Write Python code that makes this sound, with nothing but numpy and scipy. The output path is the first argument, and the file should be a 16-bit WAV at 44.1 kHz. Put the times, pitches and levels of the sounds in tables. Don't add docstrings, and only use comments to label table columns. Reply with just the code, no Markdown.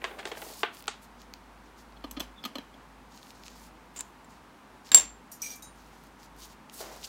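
import sys
import numpy as np
from scipy import signal
from scipy.fft import rfft, irfft, next_fast_len
from scipy.io import wavfile
from scipy.ndimage import map_coordinates

SR = 44100
rng = np.random.default_rng(int(sys.argv[2]) if len(sys.argv) > 2 else 0)


def gain_from_db(level_db):
    decades = np.asarray(level_db, float) / 20
    return 10 ** decades


def wrap_up_sound(samples):
    columns = np.atleast_2d(samples).T
    tamed = np.clip(columns, -1, 1)
    steps = np.round(tamed * 32767).astype(np.int16)
    wavfile.write(sys.argv[1], SR, steps)


N = 312228

# (time [s], body peak [dB], low thud above body [dB],
# bright tick above body [dB], contact time [s])
POT_BLOWS = [(0.0169, -35.5, -23, -29, 0.0041), (0.0418, -16.5, -12, -8.5, 0.0011),
             (0.0475, -24, -13, -17, 0.004), (0.11, -38.5, 1.5, -30, 0.0092), (0.186, -34, -4, -7.5, 0.021),
             (0.228, -36, -12, -23, 0.0051), (0.2538, -24.5, -7.5, -6, 0.0017),
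             (0.272, -32, -5, -8, 0.0052), (0.3158, -26, -4.5, -12, 0.0071), (0.351, -38, -14, -25, 0.0022),
             (0.3716, -33.5, -2, -30, 0.0036), (0.421, -31, -4, -24, 0.006), (0.464, -45.5, 5, -25, 0.0066),
             (0.5, -47, 6, -25, 0.0027), (0.6326, -12, -7.5, -18.5, 0.00028),
             (0.8794, -18.5, -10, -2, 0.0029), (6.804, -40, 7, -20, 0.0051)]
JAR_BLOWS = [(1.9664, -49, 0, -20, 0.0089), (2.0405, -32, 1, -17, 0.0093), (2.1111, -39.5, -4, 8, 0.0045),
             (2.167, -32.5, 2.5, -30, 0.011), (2.1976, -31.5, -7, 2.5, 0.00033),
             (2.2024, -23.5, -6.5, -5.5, 0.0066), (2.4392, -29.5, -11, -15, 0.0039),
             (2.451, -24, -8.5, -6, 0.0089), (2.5545, -28, -2.5, -11, 0.005),
             (2.584, -28.5, -3, -14.5, 0.0017), (2.741, -47, 3, -18, 0.006)]
# (time [s], ring peak [dB], shell above ring [dB], bright tick above ring [dB],
# contact time [s], extra level of the twin mode [dB])
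CAP_SNAP_BLOWS = [(4.9172, -18.5, 4, -7.5, .0012, 15), (4.9454, 2.5, -6, -10, 0.0012, -2),
                  (4.9755, -32, 14, -20, 0.005, 0), (4.997, -42, 14, -20, .005, 0)]
CAP_HELD_BLOWS = [(3.961, -39.5, 1, -6, 0.01), (3.968, -34.5, -4, -14, 0.018),
                  (3.989, -29, -11, -16, 0.0062), (4.0, -38.5, 2, -8, 0.007),
                  (4.0072, -20.5, -9.5, -13.5, 0.0015), (4.0095, -44, 6, -12, 0.0041),
                  (4.244, -54.5, -12, -4, .006), (4.3, -59, -9, -14, .03)]
# (time [s], middle ring peak [dB], low ring above it [dB],
# high ring above it [dB], contact time [s])
HANDLE_BLOWS = [(5.4185, -26, -45, -7, 0.0054), (5.4265, -41, 1, 5, 0.0032),
                (5.436, -34.5, -3.5, -13, 0.011), (5.461, -31, -8, -12, 0.0055),
                (5.497, -35.5, -10.5, -6.5, 0.026)]
TUBE_BLOWS = [(5.3158, -41, -35, 2.5, 0.008), (5.555, -47, -24.5, 2, 0.0095),
              (5.6226, -41, -5.5, -3, 0.0041)]
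# (time [s], dull peak [dB], treble above it [dB])
TICK_BLOWS = [(0.3824, -47, -2), (0.4183, -29.5, 4.5), (0.472, -41, -6), (0.7314, -53, -4),
              (0.7484, -38.5, 8), (0.7547, -45, -3), (0.77, -34, -6), (0.806, -35, -2), (0.825, -34.5, 3.5),
              (0.8412, -35, -6), (0.858, -39, -4), (0.8717, -35, 1), (1.218, -36.5, -3), (1.338, -25, -7.5),
              (1.924, -46, -17), (3.1755, -38, -20), (3.2301, -35.5, -14), (3.2697, -40, -22),
              (3.306, -32, -15), (3.4363, -32, -7), (3.4644, -32, -19), (3.4814, -29.5, -29),
              (3.943, -57, -2), (3.953, -51, 7), (4.849, -41.5, -11.5), (4.8704, -36.5, -9),
              (4.891, -34.5, -8), (5.822, -50, 1.5), (6.038, -45.5, 4), (6.231, -41.5, -10),
              (6.365, -45, 1), (6.6976, -33.5, -27), (6.867, -48.5, -11), (6.957, -51, -20),
              (6.973, -46, -25), (7.0307, -32, -10)]

# (frequency [Hz], relative level [dB], t60 [s])
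POT_MODES = [(437, 13, 0.033), (678, 11, 0.043), (839, 13.5, 0.04), (1125, -7, 0.063), (1410, 2.5, 0.012),
             (1556, 0.5, 0.027), (1883, 0, 0.024), (2200, 1, 0.011), (2780, 0, 0.014), (3210, -2, 0.012),
             (3800, 11, 0.02), (4680, 9.5, 0.014), (7000, -12, 0.01)]
JAR_MODES = [(269.6, -4, 0.053), (580, -16, 0.044), (1230, -2.5, 0.037), (1850, -9, 0.0097),
             (2570, -10, 0.013), (3160, 0, 0.024), (3390, 0, 0.02), (4170, -4, 0.026), (5200, -10, 0.018),
             (6370, 4, 0.012), (7800, 3, 0.011), (12300, 10.5, 0.0059), (13350, -9, .015)]
CAP_MODES = [(260, -20, 0.03), (1150, -13, 0.025), (1693, -15, .02), (2895, -8, 0.028), (3740, -2, 0.014),
             (4720, -1.5, .011), (7370, -11, .25), (7443, 6, .11), (7410, -12, 0.15), (11250, -2, 0.012),
             (12800, -12, 0.04)]
HANDLE_MODES = [(2345, 2, 0.24), (2395, 2, 0.1), (5776, 3, 0.25), (5900, 15, 0.04), (6465, 3, 0.2),
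                (8010, -4, 0.12), (8156, 1, 0.15), (9259, -8, .15), (10550, -8, 0.12), (11010, -6, 0.12),
                (12730, -6, .1), (13130, -8, .12), (13730, 5, .075), (14870, -3, .07)]
TUBE_MODES = [(3850, 28, 0.12), (5771, -9, 0.13), (6430, -1, 0.2), (7111, -2, 0.15), (7359, -9, 0.036),
              (8530, -13, 0.22), (9050, -12, 0.34), (9700, -5, 0.27), (10600, 0, 0.088),
              (13000, -0.5, 0.11), (12260, 2, 0.15), (13870, 9, 0.07), (14500, -10, 0.2)]
TWIN_ROW = 6
RING_DETUNE = 0.0002

# (start [s], held [s], level [dB])
SLIDE_STROKES = [(0.02, 0.13, -48.5), (0.18, 0.36, -50.5), (6.808, 0.04, -46), (6.87, 0.054, -49.5),
                 (6.95, 0.084, -55.5)]
# (start [s], held [s], glove rustle [dB], skin hiss [dB])
HAND_STROKES = [(0.268, 0.024, -51, -57), (0.375, 0.24, -51.5, -52.5), (0.74, 0.057, -57.5, -59.5),
                (1.025, 0.023, -62.5, -63), (1.2, 0.028, -60, -79), (1.655, 0.01, -65, -81),
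                (1.785, 0.028, -61, -66), (3.12, 0.19, -60.5, -67.5), (3.35, 0.077, -65, -73),
                (3.455, 0.015, -54.5, -66), (3.5, 0.038, -62.5, -70), (3.56, 0.11, -59.5, -63.5),
                (3.945, .01, -69, -70), (4.05, 0.044, -80, -70), (4.3, 0.064, -67, -76),
                (4.86, 0.035, -58.5, -65.5), (5.43, 0.056, -50, -52), (5.495, 0.046, -50.5, -56),
                (5.76, 0.13, -68, -72), (5.93, 0.14, -67.5, -70.5), (6.2, 0.05, -61, -66),
                (6.395, 0.058, -51, -56), (6.5, 0.029, -60, -69), (6.74, 0.073, -52, -50.5),
                (6.795, 0.019, -51, -57), (6.84, 0.093, -53.5, -61.5), (6.96, 0.12, -57, -60),
                (7.044, 0.0063, -43, -58)]
# (start [s], length [s], first pitch [Hz], last pitch [Hz], mean level [dB])
SQUEAK_SLIPS = [(2.36, 0.051, 3520, 3450, -53.5), (2.429, 0.0089, 5300, 5200, -49),
                (3.982, 0.04, 887, 1060, -48.5)]

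# (frequency [Hz], relative density [dB/Hz])
SLIDE_SPECTRUM = [(200, -27), (300, 1.5), (620, 6), (1200, -3.5), (2200, -6.5), (5000, -23)]
RUSTLE_SPECTRUM = [(1200, -41.5), (2500, -14), (4500, -7.5), (7000, -9), (10000, -28.5)]
HISS_SPECTRUM = [(4000, -21), (8000, -2.5), (12000, -3), (15500, -4), (17000, -45.5)]
AIR_SPECTRUM = [(41, -44.5), (70, -4), (86, -12), (244, -1), (351, -8.5), (431, -8.5), (462, -13.5),
                (494, -7.5), (554, -11.5), (913, -5.5), (1050, -7.5), (3190, -22), (3490, -23),
                (4800, -26.5), (16000, -38)]
# (centre [Hz], width [Hz], rms level [dB])
HUM_BAND = (52, 1.5, -59.5)
# (frequency [Hz], t60 [s])
ROOM_T60 = [(250, 0.26), (1000, 0.27), (4000, 0.26), (12000, 0.16)]

RISE_SHARE, FIRST_IMPACT = 0.17, 0.63
ECHOED_RING_DB = -11
GRIP_DB_PER_S, EASE_DB_PER_S = 630, 387.75
FLICK_S = 0.010
SNAP_DB = 15.5
SQUEAK_WAVER, SQUEAK_LUMPS_DB = 0.035, 5
AIR_DB = -53.5


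def unit(x):
    return x / np.sqrt(np.mean(x ** 2) + 1e-20)


def along(points, hz):
    f, value = np.transpose(points)
    return np.interp(np.log(hz + 1), np.log(f + 1), value)


def coloured(x, gain):
    size = next_fast_len(N + 8192)
    spectrum = rfft(x, size) * gain(np.fft.rfftfreq(size, 1 / SR))
    return unit(irfft(spectrum, size)[:N])


def wobble(rate_hz):
    knots = rng.standard_normal(int(N * rate_hz / SR) + 4)
    return map_coordinates(knots, [np.arange(N) * rate_hz / SR])


def band_filter(order, edges_hz):
    return signal.butter(order, edges_hz, "bandpass", fs=SR, output="sos")


def in_room(hit, colour, wet_db):
    hz, t, noise = signal.stft(rng.standard_normal(SR // 3), SR, nperseg=256)
    decay = gain_from_db(-60 * t / along(ROOM_T60, hz)[:, None])
    tail = signal.istft(noise * decay, SR, nperseg=256)[1]
    wet = signal.fftconvolve(colour, tail / np.linalg.norm(tail))
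    wet = np.pad(wet, (200, 0))
    return np.pad(hit, (0, len(wet) - len(hit))) + gain_from_db(wet_db) * wet


def add(out, start_s, x):
    part = out[round(start_s * SR):][:len(x)]
    part += x[:len(part)]


def struck(blows, modes, split_hz, top_hz, scatter_db, detune, crack_db, crack_t60, wet_db, free=1):
    out, t = np.zeros(N), np.arange(SR // 2) / SR
    hz, level_db, t60 = np.transpose(modes)[:, :, None]
    group = np.digitize(hz[:, 0], split_hz)
    edges_hz = [0.71 * hz.min(), *split_hz, top_hz]
    for start_s, peak_db, low_db, high_db, contact_s, *twin_db in blows:
        scatter, shift = rng.standard_normal((2, len(hz), 1))
        mode_db = level_db + scatter_db * scatter
        mode_db[TWIN_ROW] += sum(twin_db)
        tones = np.sin(2 * np.pi * hz * (1 + detune * shift) * t)
        rings = gain_from_db(mode_db - 60 * t / (free * t60)) * tones

        rise = 1 - np.exp(-t / (RISE_SHARE * contact_s))
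        touch = rise * np.exp(-(t / contact_s) ** 2)
        force = FIRST_IMPACT * (t == 0) + 0.097 * touch * rng.standard_normal(len(t))
        force /= np.linalg.norm(force)
        crack_shape = touch + rise * gain_from_db(-60 * t / crack_t60)
        crack = gain_from_db(crack_db) * crack_shape * rng.standard_normal(len(t))
        crack_pulse = np.linalg.norm(crack) * (t == 0)

        hit = colour = 0
        for k, share_db in enumerate([low_db, 0, high_db]):
            band = band_filter(4, edges_hz[k:k + 2])
            ring = rings[group == k].sum(0)
            part = signal.sosfilt(band, signal.fftconvolve(ring, force)[:len(t)] + crack)
            gain = gain_from_db(peak_db + share_db) / np.abs(part).max()
            hit = hit + gain * part
            colour = colour + gain * signal.sosfilt(band, gain_from_db(ECHOED_RING_DB) * ring + crack_pulse)
        add(out, start_s, in_room(hit, colour, wet_db))
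    return signal.sosfilt(signal.butter(4, 175, "highpass", fs=SR, output="sos"), out)


def pot():
    return struck(POT_BLOWS, POT_MODES, [900, 3400], 8540, scatter_db=2.0, detune=0.05,
                  crack_db=10.0, crack_t60=0.021, wet_db=-6.0)


def jar():
    return struck(JAR_BLOWS, JAR_MODES, [900, 5000], 18200, scatter_db=2.5, detune=0.014,
                  crack_db=-3.5, crack_t60=0.013, wet_db=-5.0)


def cap():
    held = struck(CAP_HELD_BLOWS, CAP_MODES, [6500, 8500], 18000, scatter_db=7.5, detune=0.029,
                  crack_db=-4.0, crack_t60=0.029, wet_db=-11.5, free=0.1)
    snapped = struck(CAP_SNAP_BLOWS, CAP_MODES, [5600, 8500], 19000, scatter_db=3.5, detune=RING_DETUNE,
                     crack_db=-3.5, crack_t60=0.029, wet_db=-3.5)
    return held + snapped


def handle():
    return struck(HANDLE_BLOWS, HANDLE_MODES, [4500, 9500], 15000, scatter_db=2.5, detune=0.0012,
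                  crack_db=-5, crack_t60=0.025, wet_db=3.0)


def tube():
    return struck(TUBE_BLOWS, TUBE_MODES, [4500, 9500], 15700, scatter_db=2.5, detune=0.002,
                  crack_db=-1, crack_t60=0.029, wet_db=5, free=0.9)


def ticks():
    out, t = np.zeros(N), np.arange(SR // 50) / SR
    dull_band, bright_band = band_filter(2, [2200, 6000]), band_filter(2, [6800, 20000])
    for start_s, peak_db, treble_db in TICK_BLOWS:
        burst = (t == 0) + 0.16 * rng.standard_normal(len(t)) * gain_from_db(-60 * t / 0.0071)
        dull, bright = signal.sosfilt(dull_band, burst), signal.sosfilt(bright_band, burst)
        treble = gain_from_db(treble_db) * bright / np.abs(bright).max()
        snap = gain_from_db(peak_db) * (dull / np.abs(dull).max() + treble)
        add(out, start_s, in_room(snap, snap, wet_db=-15.0))
    return out


def squeaks():
    out = np.zeros(N)
    for start_s, length_s, first_hz, last_hz, level_db in SQUEAK_SLIPS:
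        u = np.linspace(0, 1, round(length_s * SR))
        glide_hz = first_hz + (last_hz - first_hz) * u
        hz = glide_hz * (1 + SQUEAK_WAVER * wobble(400)[:len(u)])
        level = gain_from_db(level_db + SQUEAK_LUMPS_DB * wobble(98)[:len(u)])
        swell = np.sqrt(np.sin(np.pi * u) + 1e-9)
        tone = level * swell * np.sin(2 * np.pi * np.cumsum(hz) / SR)
        add(out, start_s, in_room(tone, tone, wet_db=-9))
    return out


def friction(strokes, column, spectrum, grain_db, lumps_db, snaps_per_s):
    t = np.arange(N) / SR
    gain = np.zeros(N)
    for row in strokes:
        start_s, held_s = row[:2]
        haste = 1 + FLICK_S / max(held_s, 0.004)
        swell_db = GRIP_DB_PER_S * np.maximum(start_s - t, 0)
        fade_db = EASE_DB_PER_S * np.maximum(t - start_s - held_s, 0)
        gain += gain_from_db(row[column] - haste * (swell_db + fade_db))
    grains = gain_from_db(grain_db * wobble(400) + lumps_db * wobble(30)) * rng.standard_normal(N)
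    snaps = gain_from_db(SNAP_DB) * (rng.random(N) < snaps_per_s / SR) * rng.standard_normal(N)
    return gain * coloured(grains + snaps, lambda hz: gain_from_db(along(spectrum, hz)))


def rubbing():
    slide = friction(SLIDE_STROKES, 2, SLIDE_SPECTRUM, grain_db=1.0, lumps_db=1.2, snaps_per_s=15)
    rustle = friction(HAND_STROKES, 2, RUSTLE_SPECTRUM, grain_db=1.5, lumps_db=2, snaps_per_s=45)
    hiss = friction(HAND_STROKES, 3, HISS_SPECTRUM, grain_db=2, lumps_db=2.1, snaps_per_s=17)
    return slide + rustle + hiss


def ventilation():
    hum_hz, width_hz, hum_db = HUM_BAND
    air = coloured(rng.standard_normal(N), lambda hz: gain_from_db(along(AIR_SPECTRUM, hz)))
    hum = coloured(rng.standard_normal(N), lambda hz: 1 / (1 + (2 * (hz - hum_hz) / width_hz) ** 2))
    return gain_from_db(AIR_DB + 0.2 * wobble(12.0)) * air + gain_from_db(hum_db) * hum


def scene():
    objects = pot() + jar() + cap() + handle() + tube()
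    hands = ticks() + squeaks() + rubbing()
    return (objects + hands + ventilation())[None]


def top_cut(x):
    return signal.sosfilt(signal.butter(12, 16600, fs=SR, output="sos"), x)


def record(dry):
    lowpass = signal.ellip(8, 0.5, 40, 15900, fs=SR, output="sos")
    heard = signal.sosfilt(lowpass, np.clip(dry, -1, 1))
    return top_cut(np.clip(heard, -1, 1))


dry = scene()
out = record(dry)
wrap_up_sound(out)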